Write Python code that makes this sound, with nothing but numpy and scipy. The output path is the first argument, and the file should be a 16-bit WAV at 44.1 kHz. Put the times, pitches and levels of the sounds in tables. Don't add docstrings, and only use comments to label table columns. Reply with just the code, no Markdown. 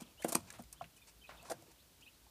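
import sys
import numpy as np
from scipy import signal
from scipy.fft import rfft, irfft
from scipy.io import wavfile
from scipy.ndimage import uniform_filter1d

SR = 44100
rng = np.random.default_rng(int(sys.argv[2]) if len(sys.argv) > 2 else 0)


def file_out(sig):
    cols = np.atleast_2d(sig).T
    lim = np.clip(cols, -1, 1)
    pcm = np.round(lim * 32767).astype(np.int16)
    wavfile.write(sys.argv[1], SR, pcm)


N = 101429
HZ = np.fft.rfftfreq(4096, 1 / SR)


def amp(db):
    return 10 ** (np.asarray(db) / 20)


def unit(x):
    return x / np.sqrt(np.mean(x ** 2) + 1e-20)


def unit_hit(x):
    return x / np.sqrt(np.sum(x ** 2) / (SR / 100) + 1e-20)


def curve(points, hz=HZ):
    point_hz, value = np.transpose(points)
    return np.interp(np.log(hz + 1), np.log(point_hz + 1), value)


def fader(points):
    return amp(np.interp(np.arange(N) / SR, *np.transpose(points)))


def hump(centre_hz, spread_oct, hz=HZ):
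    return 12 * (1 - np.sqrt(1 + (np.log2((hz + 1) / centre_hz) / spread_oct) ** 2))


def colour(x, db):
    log_gain = np.maximum(db - db.max(), -100) * np.log(10) / 20
    mirrored = np.r_[log_gain, log_gain[-2:0:-1]]
    impulse = np.fft.ifft(np.exp(np.conj(signal.hilbert(mirrored)))).real
    return signal.fftconvolve(x, impulse)[:len(x)]


def add(mix, start_s, sound):
    part = mix[max(round(start_s * SR), 0):][:len(sound)]
    part += sound[:len(part)]


# freq_hz, gain_db
AIR_EQ = [(15, -28), (30, -17.5), (60, 0), (110, -6), (280, -9.5), (625, -14.5), (1100, -17.5), (1500, -18),
          (2100, -19.5), (3100, -17), (4400, -17), (5600, -19), (10000, -20), (15200, -20.5)]

def outdoor_hiss(level_db=-65.5):
    return amp(level_db) * unit(colour(rng.standard_normal(N), curve(AIR_EQ)))


# time_s, gain_db
HUM_SWELL = [(0, -3.5), (.45, -1), (.69, 10.5), (0.789, 6), (.92, -7), (1.07, -2), (1.18, 7), (1.26, -4),
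             (1.34, 6.5), (1.65, -8), (1.83, 2.5), (2.0, -1), (2.12, -9), (2.3, 5)]

def low_hum(pitch_hz=56.7, spread_oct=0.14, level_db=-74.5):
    band = amp(hump(pitch_hz, spread_oct, np.fft.rfftfreq(N, 1 / SR)))
    hum = irfft(rfft(rng.standard_normal(N)) * band, N)
    return amp(level_db) * fader(HUM_SWELL) * unit(hum)


# time_s, level_db
RUMBLE_RIDE = [(0, -72.5), (.2, -80.5), (.34, -66), (.39, -56), (.45, -60), (.52, -66.5), (.62, -66),
               (.69, -73), (.75, -75.5), (0.849, -57.5), (.95, -106), (1.25, -75), (1.34, -68), (1.58, -67),
               (1.8, -79.5), (2.3, -97)]

def floor_rumble():
    rumble = colour(rng.standard_normal(N), hump(centre_hz=128, spread_oct=0.56))
    return fader(RUMBLE_RIDE) * unit(rumble)


# freq_hz, gain_db
STRAW_EQ = [(100, -52), (600, -24.5), (1300, -29), (2000, -20.5), (2550, -11), (3200, -18), (4400, -7.5),
            (5300, -6), (5950, -2.5), (6400, -4.5), (7200, -2), (7800, -3), (8600, 0.5), (10000, -4),
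            (11000, -5), (13500, -12.5), (16000, -14)]

def straw_tone(x, tilt_db_per_oct):
    return colour(x, curve(STRAW_EQ) + tilt_db_per_oct * np.log2(np.maximum(HZ, 1000)))


def friction(n, ticks_per_s=2200, spread_db=2, smooth_share=0.68):
    ticks = (rng.random(n) < ticks_per_s / SR) * rng.choice([-1, 1], n)
    sizes = amp(spread_db * np.minimum(rng.exponential(1, n), 4))
    smooth = rng.standard_normal(n)
    return np.sqrt(1 - smooth_share) * unit(ticks * sizes) + np.sqrt(smooth_share) * smooth


# freq_hz, gain_db
RUBBED_BOARD_EQ = [(40, -22), (110, -15.5), (200, -3.5), (350, -1.5), (650, 2.5), (900, -0.5), (1200, -1),
                   (1600, -10.5), (2400, -14.5), (4000, -12), (16000, -48)]
# start_s, length_s, straw_db, board_db, tilt_db_per_oct
SCRAPES = [(.0, 0.031, -59, -57.5, -3.5), (0.051, 0.08, -73, -72, -11), (0.193, 0.031, -66.5, -63, 1),
           (0.217, 0.015, -51, -76, 1.5), (0.253, 0.06, -61, -57.5, 2), (0.279, 0.022, -43, -49.5, 5),
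           (0.294, 0.045, -55, -58, -6.5), (0.32, .014, -38.5, -39, 6), (0.35, .012, -41.5, -46.5, -8),
           (0.365, 0.05, -62.5, -64, -5), (0.412, .06, -71, -68.5, -7.5), (0.467, 0.03, -60, -70, -11),
           (0.516, 0.053, -68.5, -64.5, 2), (0.583, 0.029, -64.5, -59, -1), (.96, .022, -64, -88, -3),
           (1.068, 0.035, -61, -97, -8.5), (1.329, 0.12, -69.5, -68, -14), (1.445, 0.055, -62, -63, -7),
           (1.496, 0.032, -50.5, -50, -1), (1.529, 0.12, -73, -72.5, -10.5),
           (1.658, 0.069, -71.5, -74.5, -13), (2.005, 0.015, -65, -94, -7)]

def straw_scrapes(attack_s=0.0061, release_s=0.006):
    out, t = np.zeros(N), np.arange(SR // 5) / SR
    for start_s, length_s, straw_db, board_db, tilt in SCRAPES:
        attack = np.minimum(t / attack_s, 1)
        release = np.exp(-np.maximum(t - length_s + release_s, 0) / release_s)
        straw = unit(straw_tone(friction(len(t)), tilt))
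        board = unit(colour(friction(len(t)), curve(RUBBED_BOARD_EQ)))
        add(out, start_s, attack * release * (amp(straw_db) * straw + amp(board_db) * board))
    return out


# start_s, length_s, level_db, first_hz, middle_hz, last_hz
PEEPS = [(0, 0.016, -65.5, 2380, 2350, 2620), (0.02, 0.024, -66, 2545, 3370, 2220),
         (0.059, 0.022, -69, 4350, 3190, 2360), (0.099, 0.017, -75, 3500, 3000, 2850),
         (0.175, 0.045, -63, 2780, 3030, 3260), (0.21, 0.025, -67, 3200, 3940, 4530),
         (0.76, 0.032, -71.5, 2900, 3200, 3680), (0.8, 0.023, -67, 2850, 3220, 3750),
         (0.826, 0.01, -68, 3900, 4170, 4040), (0.963, .013, -70.5, 2920, 2970, 2880),
         (.976, .014, -69.5, 2500, 2500, 2540), (1.015, .016, -67.5, 2320, 2460, 2310),
         (1.016, 0.02, -68.5, 3660, 3615, 3450), (1.214, 0.023, -64.5, 3010, 3110, 3040),
         (1.238, 0.023, -59.5, 2460, 2554, 2420), (1.2635, .028, -68, 2550, 4100, 2580),
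         (1.368, 0.0264, -66.5, 2840, 3750, 2720), (1.394, 0.013, -64, 2620, 2610, 2660),
         (1.406, .025, -70, 2750, 4550, 2660), (1.779, 0.052, -73, 2740, 3970, 4570),
         (2.018, 0.027, -63, 2420, 3090, 3300), (2.051, 0.032, -73.5, 3280, 3930, 4230),
         (2.061, 0.026, -59.5, 2530, 2530, 3200), (2.127, 0.029, -75.5, 3730, 4090, 4300)]

def chick_peeps(waver_depth=0.008, flutter_depth=0.15, bend_power=2.13, swell_power=0.42):
    out = np.zeros(N)
    for start_s, length_s, level_db, first_hz, middle_hz, last_hz in PEEPS:
        progress = np.linspace(0, 1, int(length_s * SR))
        drift = unit(uniform_filter1d(rng.standard_normal((2, SR // 5)), size=120))
        waver, flutter = drift[:, :len(progress)]
        arch = abs(np.sin(np.pi * progress))
        glide = first_hz + (last_hz - first_hz) * progress
        bend = (middle_hz - (first_hz + last_hz) / 2) * arch ** bend_power
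        pitch_hz = (glide + bend) * (1 + waver_depth * waver)
        whistle = np.sin(2 * np.pi * np.cumsum(pitch_hz) / SR)
        envelope = arch ** swell_power * (1 + flutter_depth * flutter)
        add(out, start_s, amp(level_db) * unit(envelope * whistle))
    return out


# break_s, level_db (before the trim), tilt_db_per_oct, decay_s
SNAPS = [(.0098, -52, 6, 0.0011), (.2392, -51.5, -9, 0.005), (0.245, -40, 8.5, 0.0042),
         (.2855, -51, 19, 0.0017), (.291, -46.5, 2, 0.0035), (.3222, -39.5, 0.5, 0.0021),
         (.3284, -40.5, -2.5, 0.0021), (0.3499, -35, -9.5, 0.0021), (0.352, -36, -9.5, 0.0028),
         (0.354, -26, 0.5, 0.0005), (0.504, -49, -4.5, 0.0026), (0.5268, -55, 4, 0.0014),
         (.623, -55, 13, .002), (.637, -61.5, -8.5, 0.0047), (0.7273, -46.5, 2.5, 0.0037),
         (.82, -51.5, -16, 0.0043), (.842, -68, -11, 0.0027), (1.4278, -60, 5, 0.0021),
         (1.4999, -50.5, -8, 0.0017), (1.5086, -51, -1, 0.00067), (1.5189, -46, -4.5, 0.0016),
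         (1.623, -62.5, -3, 0.0036), (1.716, -62, -7, 0.0061)]

def straw_snaps(trim_db=-3, strain_db=-20, strain_s=0.0033, crack_height=2.8):
    lead = SR // 100
    out, t = np.zeros(N), np.arange(-lead, SR // 20) / SR
    strain = amp(strain_db) * np.exp(-abs(t) / strain_s)
    for break_s, level_db, tilt, decay_s in SNAPS:
        envelope = np.where(t < 0, strain, np.exp(-abs(t) / decay_s))
        burst = rng.standard_normal(len(t)) * envelope
        burst[lead] = crack_height
        add(out, break_s + t[0], amp(level_db + trim_db) * unit_hit(straw_tone(burst, tilt)))
    return out


# pitch_hz, gain_db, t60_s (each knock scales it by its ring_factor)
BOARD_MODES = [(151, -17, 0.19), (190.6, 4, 0.11), (238, 8.5, 0.06), (329.5, 6, 0.067), (398, -7, 0.12),
               (485.4, 5.5, 0.041), (569, 6, 0.044), (682, 0.5, 0.062), (723, -2, 0.053), (880, -27, 0.015),
               (1005, 3, 0.024), (1105, -14, 0.032), (1570, 3, 0.057), (1890, -13, 0.026)]
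# start_s, level_db, centre_hz, spread_oct, ring_factor
KNOCKS = [(.0165, -46.5, 238, 0.38, 0.4), (.2472, -30.5, 513, 0.77, 0.64), (.2905, -44.5, 402, 1.34, 1.1),
          (.3517, -35, 417, 0.72, 0.75), (.3545, -41, 245, 0.88, 0.44), (.5922, -51.5, 760, .3, 0.99),
          (.5925, -48.5, 232, 0.27, 0.73), (.8095, -42.5, 725, 0.16, 0.61),
          (1.5022, -42.5, 675, 0.19, 0.62), (1.5125, -39, 560, 0.32, 0.55), (1.519, -40.5, 664, 0.4, 0.56),
          (1.582, -61, 360, .3, 2.2), (1.624, -61.5, 584, 0.57, .8), (1.678, -61, 402, 0.17, 1.05)]

def board_knocks(attack_s=0.0004):
    out, t = np.zeros(N), np.arange(SR // 3) / SR
    pitch_hz, gain_db, t60_s = np.transpose(BOARD_MODES)[:, :, None]
    attack = 1 - np.exp(-t / attack_s)
    for start_s, level_db, centre_hz, spread_oct, ring_factor in KNOCKS:
        decays = amp(gain_db - 60 * t / (t60_s * ring_factor))
        ring = (decays * np.sin(2 * np.pi * pitch_hz * t)).sum(0)
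        knock = colour(ring * attack, hump(centre_hz, spread_oct))
        add(out, start_s, amp(level_db) * unit_hit(knock))
    return out


# start_s, level_db, centre_hz, spread_oct, decay_s
TAPS = [(.2, -63, 610, 0.25, 0.016), (0.222, -51, 2000, 0.31, 0.0098), (0.2442, -47, 1950, 0.72, 0.0068),
        (0.3524, -35.5, 1050, 0.36, 0.0016), (0.5021, -54, 1830, 0.54, 0.011),
        (0.537, -54.5, 1480, 1.3, 0.032), (.728, -64.5, 1090, 0.57, 0.026),
        (.8098, -49, 1124, 0.22, 0.0044), (0.841, -57, 1940, 0.77, 0.0064),
        (1.2907, -47.5, 970, 1.11, 0.028), (1.342, -60.5, 1300, 0.49, 0.011),
        (1.423, -59.5, 684, 0.13, 0.028), (1.453, -57, 1110, 0.88, .015), (1.4872, -59, 1020, 0.3, 0.0028),
        (1.4975, -51.5, 755, 0.54, 0.0071), (1.5124, -48, 1370, 0.37, 0.0083),
        (2.265, -67, 920, 0.25, 0.0054)]

def mesh_taps():
    out, t = np.zeros(N), np.arange(SR // 5) / SR
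    for start_s, level_db, centre_hz, spread_oct, decay_s in TAPS:
        rattle = rng.standard_normal(len(t)) * np.exp(-t / decay_s)
        add(out, start_s, amp(level_db) * unit_hit(colour(rattle, hump(centre_hz, spread_oct))))
    return out


# freq_hz, t60_s
PEN_DECAY = [(150, 0.2), (600, 0.11), (2500, .13), (8000, 0.061), (15000, 0.086)]

def pen_reverb(send, build_s=0.0055):
    t = np.arange(SR // 2) / SR
    hz, frame_s, noise = signal.stft(rng.standard_normal(len(t)), SR, nperseg=256)
    decays = amp(-60 * frame_s / curve(PEN_DECAY, hz)[:, None])
    tail = signal.istft(noise * decays, SR, nperseg=256)[1][:len(t)]
    tail *= np.minimum(t / build_s, 1)
    return signal.fftconvolve(send, tail / np.linalg.norm(tail))[:N]


def scene():
    hits = board_knocks() + mesh_taps()
    straw = straw_snaps() + straw_scrapes()
    chicks = chick_peeps()
    reverb = pen_reverb(amp(-14.5) * hits + amp(-12) * straw + amp(-9.5) * chicks)
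    bed = outdoor_hiss() + low_hum() + floor_rumble()
    return (hits + straw + chicks + reverb + bed)[None]


def record(dry):
    cutoff_hz = 15350
    high_cut = signal.firwin(401, cutoff_hz, window=("kaiser", 8), fs=SR)
    return signal.oaconvolve(dry, high_cut[None], "same")


dry = scene()
out = record(dry)
file_out(out)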